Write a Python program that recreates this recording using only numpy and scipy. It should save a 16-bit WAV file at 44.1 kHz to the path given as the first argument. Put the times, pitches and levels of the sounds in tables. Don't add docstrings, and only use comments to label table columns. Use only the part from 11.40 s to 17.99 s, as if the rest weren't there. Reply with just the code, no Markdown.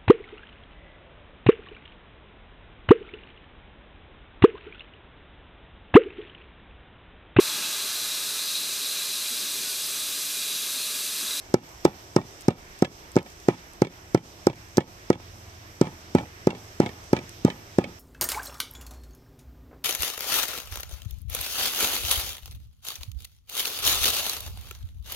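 import sys
import numpy as np
from scipy import signal
from scipy.fft import rfft, irfft, next_fast_len
from scipy.io import wavfile
from scipy.ndimage import uniform_filter1d, minimum_filter1d

SR = 44100
rng = np.random.default_rng(int(sys.argv[2]) if len(sys.argv) > 2 else 0)


def transcribe(u):
    v = np.clip(np.atleast_2d(u).T, -1, 1)
    q = np.round(v * 32767).astype(np.int16)
    wavfile.write(sys.argv[1], SR, q)


N = 290619
T = np.arange(N) / SR

# (frequency [Hz], relative level [dB], t60 [s])
BOARD_MODES = [(100, -5.5, 0.024), (126.7, -6, 0.042), (170.4, -8, 0.06), (240.2, -4.5, 0.034)]
MORTAR_MODES = [(355, 2, 0.028), (505, -5.5, 0.022), (722, -6, 0.032), (821, -9, 0.051),
                (861, -11.5, 0.025), (1160, -33, 0.022), (1266, -3.5, 0.052)]
RIM_MODES = [(1768, 1, 0.044), (1953, 1.5, 0.042), (2244, 12.5, 0.02), (2590, -1.5, 0.049),
             (2820, -0.5, 0.023), (3203, 0.5, 0.05), (3465, -8, 0.094)]
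# (frequency [Hz], gain [dB])
SALT_SPECTRUM = [(2000, -9), (3400, -2.5), (4200, 1.5), (5300, 7), (6800, 1), (8000, -0.5), (9800, -16),
                 (11200, -10), (13000, -3.5), (15000, -46)]


def undb(db):
    return 10 ** (np.asarray(db) / 20)


def peak(x, db):
    return x * undb(db) / np.abs(x).max()


def colour(x, points):
    size = next_fast_len(N)
    hz, db = np.transpose(points)
    bin_hz = np.arange(size // 2 + 1) * SR / size + 1
    gain = undb(np.interp(np.log(bin_hz), np.log(hz), db))
    return irfft(rfft(x, size) * gain, size)[..., :N]


def walk(rate):
    hold = int(SR / rate)
    steps = np.repeat(rng.standard_normal(N // hold + 1), hold)
    return 1.27 * uniform_filter1d(uniform_filter1d(steps, hold), hold)[:N]


def add(track, s, piece):
    start = int(s * SR)
    track[..., start:start + piece.shape[-1]] += piece[..., :N - start]


def open_air(rms_db=-46):
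    spectrum = [(15, -55), (25, 7.5), (96, -6), (265, -15.5), (338, -8), (519, -16), (697, -12),
                (797, -14.5), (2090, -17), (4440, -23.5), (5500, -17.5), (8230, -30), (9660, -38),
                (13700, -26), (15200, -88)]
    width = [(60, 0.84), (130, 0.96), (290, 0.89), (640, 0.46), (1400, -0.62), (3070, 0.22), (6740, -0.16),
             (14800, 0.24)]
    swell = [(0, 1), (2.7, 0), (4.4, 0), (6.1, 1.7), (6.59, 0)]
    size = next_fast_len(N)
    bin_hz = np.arange(size // 2 + 1) * SR / size + 1
    hz, correlation = np.transpose(width)
    alike = np.interp(np.log(bin_hz), np.log(hz), correlation)
    mid, side = rfft(colour(rng.standard_normal((2, N)), spectrum), size)
    mid, side = mid * np.sqrt(1 + alike), side * np.sqrt(1 - alike)
    stereo = np.array([mid + side, mid - side])
    swell_db = np.interp(T, *np.transpose(swell))
    out = np.zeros((2, N))
    for centre_hz in 30 * 2. 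** np.arange(10):
        band = np.cos(np.pi / 2 * np.clip(np.log2(bin_hz / centre_hz), -1, 1)) ** 2
        out += irfft(stereo * band, size)[:, :N] * undb(swell_db + 1.3 * walk(14))
    return out / np.sqrt(np.mean(out ** 2)) * undb(rms_db)


def far_motor(cycle_hz=21.3):
    # (time [s], 3rd harmonic level [dB], base level of the higher ones [dB])
    levels = [(0, -79, -60.5), (1.8, -55, -66.5), (2.8, -73, -62), (3.7, -71, -58), (3.9, -95, -51),
              (4.6, -70, -56.5), (5.3, -76, -54), (6.59, -71, -55)]
    s, third_db, upper_db = np.transpose(levels)
    phase = 2 * np.pi * np.cumsum(cycle_hz * (1 + .008 * walk(3))) / SR
    out = undb(np.interp(T, s, third_db) + 1.1 * walk(7.5)) * np.sin(3 * phase)
    for harmonic, db in ((4, 1.5), (5, -1.5), (8, -15), (10, -18)):
        out += undb(np.interp(T, s, upper_db) + db + 1.5 * walk(13)) * np.sin(harmonic * phase)
    return out * np.sqrt(2)


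def push(ms, skew):
    samples = ms * SR / 1000
    progress = np.arange(int(samples) + 1) / samples
    return -np.diff(np.sin(np.pi * progress ** skew) ** 2)


def crush(decay_ms):
    ms = np.arange(2000) / SR * 1000
    spikes = rng.standard_normal((2, len(ms))) * np.exp(.72 * rng.standard_normal(len(ms)))
    envelope = np.exp(-(ms / decay_ms) ** 1.02) * np.minimum(ms / .13, 1)
    burst = spikes * envelope
    return 1.6 * burst * np.sqrt(np.sum(envelope ** 2) / np.sum(burst ** 2, axis=1, keepdims=True))


def soften(force, ms):
    window = np.hanning(int(ms * SR / 1000) + 3)
    return signal.lfilter(window / window.sum(), [1], force)


def ring(force, modes, lag_ms=.2):
    hz, db, t60 = np.transpose(modes)[:, :, None]
    detune, landing_spot = rng.standard_normal((2, len(modes), 1))
    t = np.arange(int(.12 * SR)) / SR - np.array([0, lag_ms / 1000])[:, None, None]
    hz = hz * (1 + .025 * detune)
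    speed = np.cos(2 * np.pi * hz * t) * 1000. ** (-t / t60) * (t >= 0)
    pressure = np.diff(speed, prepend=0) * SR / (2 * np.pi * hz) * undb(db + 2 * landing_spot)
    return signal.fftconvolve(force * np.ones((2, 1)), pressure.sum(axis=1), axes=1)


def blows(regrip_s=4.0):
    # (time [s], mortar gain [dB], board gain [dB], salt gain [dB])
    strokes = [(0.14, -1.5, -7.5, -13.5), (0.45, -4.5, -18.5, -17), (0.762, -3.5, -10, -19),
               (1.082, -4, -3, -18), (1.422, -2.5, -5.5, -20.5), (1.764, -4, -5, -23.5),
               (2.084, -9, -10.5, -28), (2.418, -2, -4.5, -19), (2.746, -3, -8, -18.5),
               (3.068, -3.5, -9.5, -15), (3.379, -1.5, -4.5, -23), (3.701, -2, -6.5, -20.5),
               (4.412, -11.5, -7.5, -22.5), (4.749, -10.5, -10.5, -29.5), (5.07, -7, -7.5, -23),
               (5.4, -11, -10, -26.5), (5.73, -7.5, -7.5, -25), (6.048, -22, -6, -23),
               (6.384, -7.5, -7.5, -25)]
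    out, salt = np.zeros((2, 2, N))
    for s, knock_db, thump_db, salt_db in strokes:
        loose = s > regrip_s
        contact_ms = 3.58 if loose else 3.587
        add(out, s, undb(knock_db) * ring(push(contact_ms, skew=2.48), MORTAR_MODES))
        add(out, s, undb(thump_db) * ring(push(1.16 * contact_ms, skew=1.317), BOARD_MODES))
        clink = ring(soften(crush(decay_ms=1.86), ms=.5), RIM_MODES, lag_ms=0)
        add(out, s + .001362, peak(clink, knock_db - 12.5))
        add(salt, s + .00025, undb(salt_db) * crush(decay_ms=2.53))
        add(out, s, rocking(drive_db=-34.5, t60=.26) if loose else rocking(drive_db=-34, t60=.19))
    return out + colour(salt, SALT_SPECTRUM)


def rocking(drive_db, t60):
    t = np.arange(int(.2 * SR)) / SR
    lumps = np.repeat(rng.standard_normal(len(t) // 130 + 1), 130)[:len(t)]
    envelope = np.exp(.42 * lumps) * 1000. ** (-t / t60) * np.minimum(t / .00043, 1)
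    patter = undb(drive_db) * rng.standard_normal((2, len(t))) * envelope
    mortar = undb(-12) * ring(soften(patter[0], ms=.99), MORTAR_MODES)
    board = undb(-9) * ring(soften(patter[0], ms=3.37), BOARD_MODES)
    rim = undb(-33) * ring(soften(patter, ms=.13), RIM_MODES, lag_ms=0)
    return mortar + board + rim


def loose_grains(band_hz=6660, decay_s=.0019):
    ticks = [(0.2906, -41), (1.0087, -32), (1.0157, -38), (1.0204, -37), (1.3897, -35), (1.718, -37),
             (1.8287, -34), (1.902, -42), (1.9214, -44), (2.0009, -42), (2.3346, -40), (3.1577, -44),
             (3.287, -45), (4.4802, -41), (5.6411, -42), (5.893, -31.5)]
    out, t = np.zeros((2, N)), np.arange(200) / SR
    band = signal.butter(1, [.6 * band_hz, 1.6 * band_hz], "bandpass", fs=SR)
    for s, db in ticks:
        snap = rng.standard_normal((2, len(t))) * np.exp(-t / decay_s)
        add(out, s, undb(db) * signal.lfilter(*band, snap))
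    return out


def grazes():
    catches = [(0.4471, -19.5, -31), (1.7564, -15, -32.5), (3.371, -15.5, -18.5)]
    out, salt = np.zeros((2, 2, N))
    for s, knock_db, salt_db in catches:
        add(out, s, peak(ring(push(ms=3.5, skew=1.64), MORTAR_MODES + BOARD_MODES), knock_db))
        add(salt, s, undb(salt_db) * crush(decay_ms=1.87))
    return out + colour(salt, SALT_SPECTRUM)


def bounces(decay_ms=4.24):
    touches = [(0.474, -19.5, -53), (0.784, -15, -45), (0.814, -28, -33), (1.105, -17, -21.5),
               (1.447, -14, -14.5), (1.773, -4, -18.5), (1.786, -38, -17.5), (1.862, -35.5, -37.5),
               (2.448, -19.5, -21.5), (2.469, -20, -25), (2.775, -21, -26), (3.098, -18, -27),
               (3.13, -28, -29.5), (3.405, -16.5, -20), (3.729, -18, -20), (3.75, -44, -31.5),
               (4.44, -26, -47), (4.469, -24, -28.5), (4.784, -19, -23), (4.807, -24, -40),
               (4.855, -39, -40.5), (5.104, -24, -18.5), (5.129, -17.5, -45), (5.149, -25, -29),
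               (5.433, -18.5, -32), (5.461, -17, -20), (5.491, -30.5, -30), (5.765, -19, -18.5),
               (5.788, -24, -23.5), (6.08, -15, -31), (6.101, -20, -19), (6.409, -38, -50),
               (6.44, -18.5, -17.5)]
    out, salt = np.zeros((2, 2, N))
    for s, knock_db, clink_db in touches:
        scuff = crush(decay_ms)
        add(out, s, peak(ring(soften(scuff[0], ms=1.32), MORTAR_MODES + BOARD_MODES), knock_db))
        add(out, s, peak(ring(soften(scuff, ms=.15), RIM_MODES, lag_ms=0), clink_db))
        add(salt, s, undb(clink_db - 23.5) * crush(decay_ms))
    return out + colour(salt, SALT_SPECTRUM)


def scene():
    return blows() + bounces() + grazes() + loose_grains() + open_air() + far_motor()


def limiter(x, ceiling=.96, ahead_s=.003, hold_s=.072, release_s=.03):
    ahead, hold, release = int(ahead_s * SR), int(hold_s * SR), int(release_s * SR)
    needed_gain = np.minimum(ceiling / (np.abs(x).max(axis=0) + 1e-9), 1)
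    held = minimum_filter1d(needed_gain, hold + ahead, origin=(hold - ahead) // 2 - 1)
    released = signal.lfilter(np.ones(release) / release, [1], held - 1) + 1
    return x * uniform_filter1d(np.minimum(held, released), ahead)


def record(dry):
    imbalance = [(60, -1.5), (400, -0.5), (1300, -3.5), (3300, -2.5), (4600, -4), (6200, -9.5), (8000, 15),
                 (10500, -0.5), (14000, -2)]
    bass_cut_hz, treble_cut_hz = 58.4, 15400
    left = colour(dry[0], [(hz, db / 2) for hz, db in imbalance])
    right = colour(dry[1], [(hz, -db / 2) for hz, db in imbalance])
    x = signal.lfilter(*signal.butter(2, bass_cut_hz, "highpass", fs=SR), [left, right])
    treble_cut = signal.ellip(8, .2, 70, treble_cut_hz, fs=SR, output="sos")
    return signal.sosfilt(treble_cut, limiter(x))


dry = scene()
out = record(dry)
transcribe(out)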